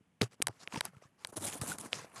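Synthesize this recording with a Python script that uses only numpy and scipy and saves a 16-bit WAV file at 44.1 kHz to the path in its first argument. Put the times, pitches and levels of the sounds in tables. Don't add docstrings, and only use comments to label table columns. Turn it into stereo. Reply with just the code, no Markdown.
import sys
import numpy as np
from scipy import signal
from scipy.fft import rfft, irfft
from scipy.io import wavfile
from scipy.ndimage import uniform_filter1d, map_coordinates

SR = 44100
rng = np.random.default_rng(int(sys.argv[2]) if len(sys.argv) > 2 else 0)


def invert_db(level):
    return 10 ** (np.asarray(level, dtype=float) / 20)


def dump_mix(stems):
    frames = np.atleast_2d(stems).T
    limited = np.clip(frames, -1, 1)
    pcm = np.round(limited * 32767).astype(np.int16)
    wavfile.write(sys.argv[1], SR, pcm)


N = 97020


def unit(x):
    return x / np.sqrt(np.mean(x ** 2) + 1e-20)


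def wobble(rate_hz):
    knots = rng.standard_normal(int(N * rate_hz / SR) + 4)
    return map_coordinates(knots, [np.arange(N) * rate_hz / SR])


def coloured(x, points, lag_s=0):
    size = 2 ** 17
    hz = np.fft.rfftfreq(size, 1 / SR)
    f, db = np.transpose(points)
    curve_db = np.interp(np.log(hz + 1), np.log(f), db)
    cepstrum = irfft(np.log(invert_db(curve_db)), size)
    cepstrum[1:size // 2] *= 2
    cepstrum[size // 2 + 1:] = 0
    response = np.exp(rfft(cepstrum) - 2j * np.pi * hz * lag_s)
    return irfft(rfft(x, size) * response, size)[:N]


def add(track, s, sound):
    part = track[..., round(s * SR):][..., :sound.shape[-1]]
    part += sound[..., :part.shape[-1]]


def panned(db, left_over_right_db):
    return invert_db(db + np.minimum(0, [[left_over_right_db], [-left_over_right_db]]))


def wavelet(hz, cycles, t, sag=1):
    u = t * hz / cycles
    return -np.e * u * np.exp(-u) * np.cos(2 * np.pi * (hz * t) ** sag)


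# f/Hz, level/dB
ROOM_TONE = [(25, -3), (175, 8.5), (490, -6.5), (1560, -12.5), (3000, -14.5), (4000, -25.5), (9000, -25),
             (13500, -28.5)]
# f/Hz, level/dB
STEADY_TOP = [(13500, 0), (14300, -40)]


def room():
    sides = []
    for db in [-65.5, -76]:
        tone = unit(coloured(rng.standard_normal(N), ROOM_TONE))
        sides.append(invert_db(db) * coloured(tone, STEADY_TOP))
    return np.array(sides)


# t/s, peak level/dB, f/Hz, left over right/dB
FOLDS = [
    (.008, -47.5, 219, -15),
    (0.2145, -9.5, 259, 44),
    (0.4023, -30, 330, 16),
    (0.494, -31, 370, 30),
    (0.773, -25, 180, 13),
    (0.967, -38, 135, 41),
    (1.053, -43, 142.4, 46),
    (1.3264, -33, 440, -34),
    (1.616, -23, 129.4, 18),
    (2.0455, -30.5, 660, 24),
]


def fold_thuds():
    out, t = np.zeros((2, N)), np.arange(SR // 10) / SR
    for s, db, hz, pan_db in FOLDS:
        add(out, s, panned(db, pan_db) * wavelet(hz, cycles=0.43, t=t, sag=0.85))
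    return out


def patchy(x):
    z = signal.stft(x, nperseg=256)[2]
    field = uniform_filter1d(rng.standard_normal(z.shape), size=5, axis=0)
    field = uniform_filter1d(field, size=9, axis=1)
    gain_db = 2.5 * unit(field)
    return signal.istft(z * invert_db(gain_db), nperseg=256)[1][:N]


CRINKLE_HZ, CRINKLE_OCTAVES = [1152.6, 650], [0.555, 1.09]


def crinkles(side, count):
    cycles, spread_db = 3.4, 3.5
    when, pitch, size = rng.random((count, 3)).T
    octaves = CRINKLE_OCTAVES[side] * np.log(pitch / (1 - pitch)) / 2
    hz = np.clip(CRINKLE_HZ[side] * 2 ** octaves, 200, 6000)
    k = np.arange(700)
    level = invert_db(-spread_db * np.log(size))
    grains = level[:, None] * wavelet(hz[:, None], cycles, k / SR)
    places = (when * N).astype(int)[:, None] + k
    return unit(np.bincount(places.ravel(), grains.ravel())[:N])


# start t/s, length/s, place of the peak/0-1, hiss level/dB, rumble level/dB
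STROKES_LEFT = [(.209, 0.044, 0.18, -35, -32), (.215, 0.076, 0, -49, -45.5), (.37, 0.11, 0.41, -94, -60),
                (.86, 0.56, 0, -101, -67.5), (.3, .06, 0.52, -60, -56.5), (.49, 0.51, 0.01, -68, -62.5),
                (.58, 0.072, 0.72, -54.5, -56.5), (.69, 0.13, 0.57, -49, -43.5),
                (.72, 0.024, 0.36, -52, -53), (.736, 0.014, 0.64, -62, -44), (.754, 0.02, .35, -46.5, -54),
                (.771, .02, 0.35, -49, -50), (.845, 0.03, 0.18, -46.5, -48), (.81, 0.1, 0.37, -57.5, -48),
                (.925, 0.032, 0.7, -86, -60), (.955, 0.051, 0.2, -68, -64),
                (1.01, 0.082, 0.18, -63.5, -60.5), (1.17, 0.13, 0.43, -61.5, -58),
                (1.575, 0.051, .5, -63, -49), (1.79, 0.14, 0.39, -56, -50), (1.858, 0.0077, 0.22, -52, -43),
                (1.915, 0.14, 0.11, -41.5, -42.5), (1.96, 0.11, 0.74, -56.5, -51),
                (2.04, 0.33, 0, -99, -56), (2.153, .2, 0.06, -44, -45)]
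STROKES_RIGHT = [(.47, 0.048, 0.33, -88, -48), (.42, 0.76, 0.21, -78, -90), (.63, 0.06, 0.89, -63, -61.5),
                 (1.27, 0.047, 0.54, -49, -53.5), (1.32, 0.036, 0.31, -46, -49),
                 (1.355, 0.035, 0.59, -32, -38), (1.375, 0.18, 0.41, -31.5, -43),
                 (1.435, 0.069, 0.41, -34, -78), (1.515, 0.084, 0.31, -34, -46),
                 (1.612, 0.06, 0.014, -28.5, -40.5), (1.63, 0.13, 0.62, -30.5, -41.5),
                 (1.74, 0.043, 0.22, -50.5, -48.5), (1.775, 0.073, 0.16, -39.5, -47.5),
                 (1.82, 0.074, 0.4, -45, -47), (1.87, 0.3, 0.099, -57.5, -58.5),
                 (2.115, 0.054, 0.84, -52.5, -52.5)]
# f/Hz, level/dB
HISS_LEFT = [(900, -12), (2400, 6), (3600, 3.5), (5000, 7), (8000, 3), (11000, -9), (13500, -50),
             (16000, -33)]
HISS_RIGHT = [(900, -22), (2000, -24), (5500, -23.5), (7400, -16.5), (8400, -18), (9900, -14.5),
              (11500, -22), (13800, -15)]
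# f/Hz, level/dB
RUMBLE_LEFT = [(30, -46.5), (110, 13.5), (250, 6.5), (600, 5), (1000, 1.5), (1800, 2), (4000, -11.5)]
RUMBLE_RIGHT = [(30, -16.5), (100, -4.5), (230, 0.5), (600, -8), (1200, -10.5), (2200, -24.5), (4000, -54)]
STROKE_BITE, CRINKLE_DB = [1.7, 1.4], [-3.5, -4.5]


def rubbing(strokes, hiss, rumble, lumpy_db, side):
    t = np.arange(N) / SR
    shapes = []
    for s, length, peak, _, _ in strokes:
        knots = [s, s + length * np.clip(peak, .01, .99), s + length]
        swell = np.sin(np.interp(t, knots, [0, np.pi / 2, np.pi]))
        shapes.append(np.abs(swell ** STROKE_BITE[side]))
    high, low = invert_db(np.array(strokes)[:, 3:].T) @ np.array(shapes)
    grit_db = 3.2 * wobble(700) + 1.6 * wobble(59.43)
    lumps_db = lumpy_db * wobble(250) + 0.98 * wobble(38.82)

    patches = []
    for grit_noise, lump_noise in rng.standard_normal((2, 2, N)):
        grit = patchy(grit_noise * invert_db(grit_db))
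        lumps = patchy(lump_noise * invert_db(lumps_db))
        hissing = high * unit(coloured(grit, hiss))
        rumbling = coloured(low * lumps, rumble) / np.std(coloured(lumps, rumble))
        crinkling = invert_db(CRINKLE_DB[side]) * low * crinkles(side, count=2000)
        patches.append(coloured(hissing + rumbling + crinkling, STEADY_TOP))
    near, other = patches
    alike = 0.06
    return near, alike * near + np.sqrt(1 - alike ** 2) * other


# t/s, peak level/dB, f/Hz, crack over the wavelet/dB, reach to the far side/dB
CREASES_LEFT = [(.2143, -9.5, 2200, -5, 6), (.2178, -4, 4080, -14, 10), (.4188, -11.5, 2850, -2, -19),
                (.4238, -7, 6600, -8, -23), (.6753, -17.5, 2410, -49, -34), (.7245, -27.5, 2480, -22, 9),
                (.745, -24.5, 1980, -23, 9), (.759, -21, 2460, -22, -5), (.7738, -24.5, 2680, -22, 15),
                (.8532, -27, 954, 11.5, -25), (.934, -47, 655, -22, 6), (.9675, -46, 2220, -7, 11),
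                (1.0225, -43.5, 596, -18, 7.5), (1.4415, -32, 1506, -7, -6), (1.527, -24.5, 3000, -4, -7),
                (1.785, -29, 4200, 8.5, 11), (1.9305, -6.5, 2880, -23, -42)]
CREASES_RIGHT = [(.4226, -13, 2430, 12.5, -7.5), (.4697, -12.5, 3810, 6.5, 4.5),
                 (.4822, -31.5, 7300, 8, 14.5), (.4829, -25, 680, -15, -39), (.8082, -12, 3770, -2, 5),
                 (.8524, -43.5, 6000, 29.5, 11), (1.248, -15.5, 3800, -3.5, 0),
                 (1.2718, -43.5, 4830, 19, -3), (1.6138, -35, 6350, 20, 13.5),
                 (1.7845, -26.5, 6600, 1.5, 0.5), (1.3685, -41.5, 940, 24, -9)]
PORT_DB, TWANG_HZ, TWANG_DB = [-11, -12], [10190, 9850], [-14.5, -9.5]


def port_ring(t, side):
    port_hz, t60_s, rise_s = 8050, 0.013, 0.0016
    decay = invert_db(PORT_DB[side] - 60 * t / t60_s)
    return np.sin(2 * np.pi * port_hz * t) * decay * (1 - np.exp(-(t / rise_s) ** 2))


def crease_snaps(creases, side):
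    crack_s, rebound_s, shadow_s = 0.0014, 0.002044, 0.00031
    ring_across_db = -13.5
    near, far = np.zeros(N), np.zeros(N)
    t = np.arange(SR // 40) / SR
    ring = port_ring(t, side)
    twang = invert_db(TWANG_DB[side]) * wavelet(TWANG_HZ[side], 2.5, t)
    rebound = invert_db(-15) * wavelet(696, 0.3, np.maximum(t - rebound_s, 0))
    through_cloth = invert_db(-15.5) * 4 * wavelet(1740, 0.28, np.maximum(t - shadow_s, 0))
    for s, db, hz, crack_db, reach_db in creases:
        noise = np.diff(rng.standard_normal(len(t)), prepend=0)
        crack = 0.28 * noise * np.exp(-(t / crack_s) ** 2) + twang
        push = invert_db(-17.5) * wavelet(hz * 0.182, 0.48, t)
        pop = wavelet(hz, 0.54, t) + invert_db(crack_db) * crack + push
        add(near, s, invert_db(db) * (pop + invert_db(crack_db) * ring))
        ring_across = invert_db(crack_db + ring_across_db) * ring
        add(far, s, invert_db(db + reach_db) * (pop + rebound + through_cloth + ring_across))
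    return near, far


# t/s, peak level/dB, f/Hz, life/cycles, left over right/dB
PANELS = [(.222, -19.5, 118.3, 1.04, 30), (.2215, -27, 443, 1.8, 23), (.229, -21.5, 420, 1.16, 12),
          (0.439, -45.5, 130.7, 1.3, 14), (.487, -32, 111, 0.73, 26), (.724, -36, 986, 1.8, 17),
          (.737, -30.5, 234, 0.73, 10), (.741, -34, 1040, 1.75, 19), (.757, -30.5, 284, 0.89, 13),
          (.759, -27, 915, 2.6, 23), (.856, -51, 147, 2.4, 23), (.882, -43, 175, 0.95, 33),
          (.93, -52, 140, 2, 12.5), (1.359, -34.5, 257, 0.93, -19.5), (1.369, -31, 299, 0.63, -12),
          (1.372, -41, 97.5, 2, 13), (1.41, -33, 188, 0.33, 17), (1.418, -36.5, 340, 1.1, -16),
          (1.426, -41, 224, 1.5, 19), (1.44, -31, 510, 0.51, 15), (1.446, -39, 109, 0.78, 26),
          (1.449, -39, 583, 3, -7), (1.46, -39.5, 333, 1.1, 10), (1.481, -43, 310, 1, -22),
          (1.553, -38.5, 283, 1.5, -14), (1.554, -38.5, 496, 0.85, 3), (1.593, -43, 130, .8, 7),
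          (1.634, -30, 568, 0.91, 10), (1.637, -49, 197, 1.4, -10), (1.682, -37.5, 203, 0.88, -4),
          (1.694, -42, 173, 1.66, -3.5), (1.708, -46, 260, .8, -6), (1.794, -46, 138.3, 0.87, 9),
          (1.817, -44, 269, 0.59, 3), (1.838, -47, 248, 1.4, -9), (1.856, -42, 270, 0.55, 10),
          (1.965, -40, 144, 0.57, 23), (1.99, -40, 1050, 3.1, 15), (2.02, -45, 152, 1.1, 24),
          (2.163, -40.5, 1100, 4.8, 19)]


def panel_buckles():
    out, t = np.zeros((2, N)), np.arange(SR // 10) / SR
    for s, db, hz, cycles, pan_db in PANELS:
        add(out, s, panned(db, pan_db) * wavelet(hz, cycles, t))
    return out


# f/Hz, level/dB
TO_RIGHT = [(60, -44), (400, -2.5), (1000, -19.5), (2500, -42.5), (4000, -35), (5500, -54), (9500, -20),
            (14000, -56.5)]
TO_LEFT = [(60, -4.5), (130, 0.5), (300, -9.5), (1000, 3), (1800, -0.5), (4000, -6.5), (6500, -11),
           (12000, -35)]


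def scene():
    rub_l, rustle_l = rubbing(STROKES_LEFT, HISS_LEFT, RUMBLE_LEFT, lumpy_db=2.5, side=0)
    rub_r, rustle_r = rubbing(STROKES_RIGHT, HISS_RIGHT, RUMBLE_RIGHT, lumpy_db=1.5, side=1)
    snap_l, far_l = crease_snaps(CREASES_LEFT, side=0)
    snap_r, far_r = crease_snaps(CREASES_RIGHT, side=1)
    left = rub_l + snap_l + coloured(rustle_r + far_r, TO_LEFT, lag_s=0.00121)
    right = rub_r + snap_r + coloured(rustle_l + far_l, TO_RIGHT, lag_s=0.000055)
    return np.array([left, right]) + room() + fold_thuds() + panel_buckles()


def roll_off(x):
    return signal.sosfilt(signal.butter(12, 16520, fs=SR, output="sos"), x)


# f/Hz, level/dB
MIC = [(15, -29.5), (45, -12), (90, -3.5), (11000, 0.5), (13500, -12), (15000, -29), (16600, -43),
       (22000, -81.5)]


def record(dry):
    ceiling, knee = 0.52, 4
    squeezed = dry / (1 + np.abs(dry / ceiling) ** knee) ** (1 / knee)
    mix = np.array([coloured(side, MIC) for side in squeezed])
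    return roll_off(mix)


dry = scene()
out = record(dry)
dump_mix(out)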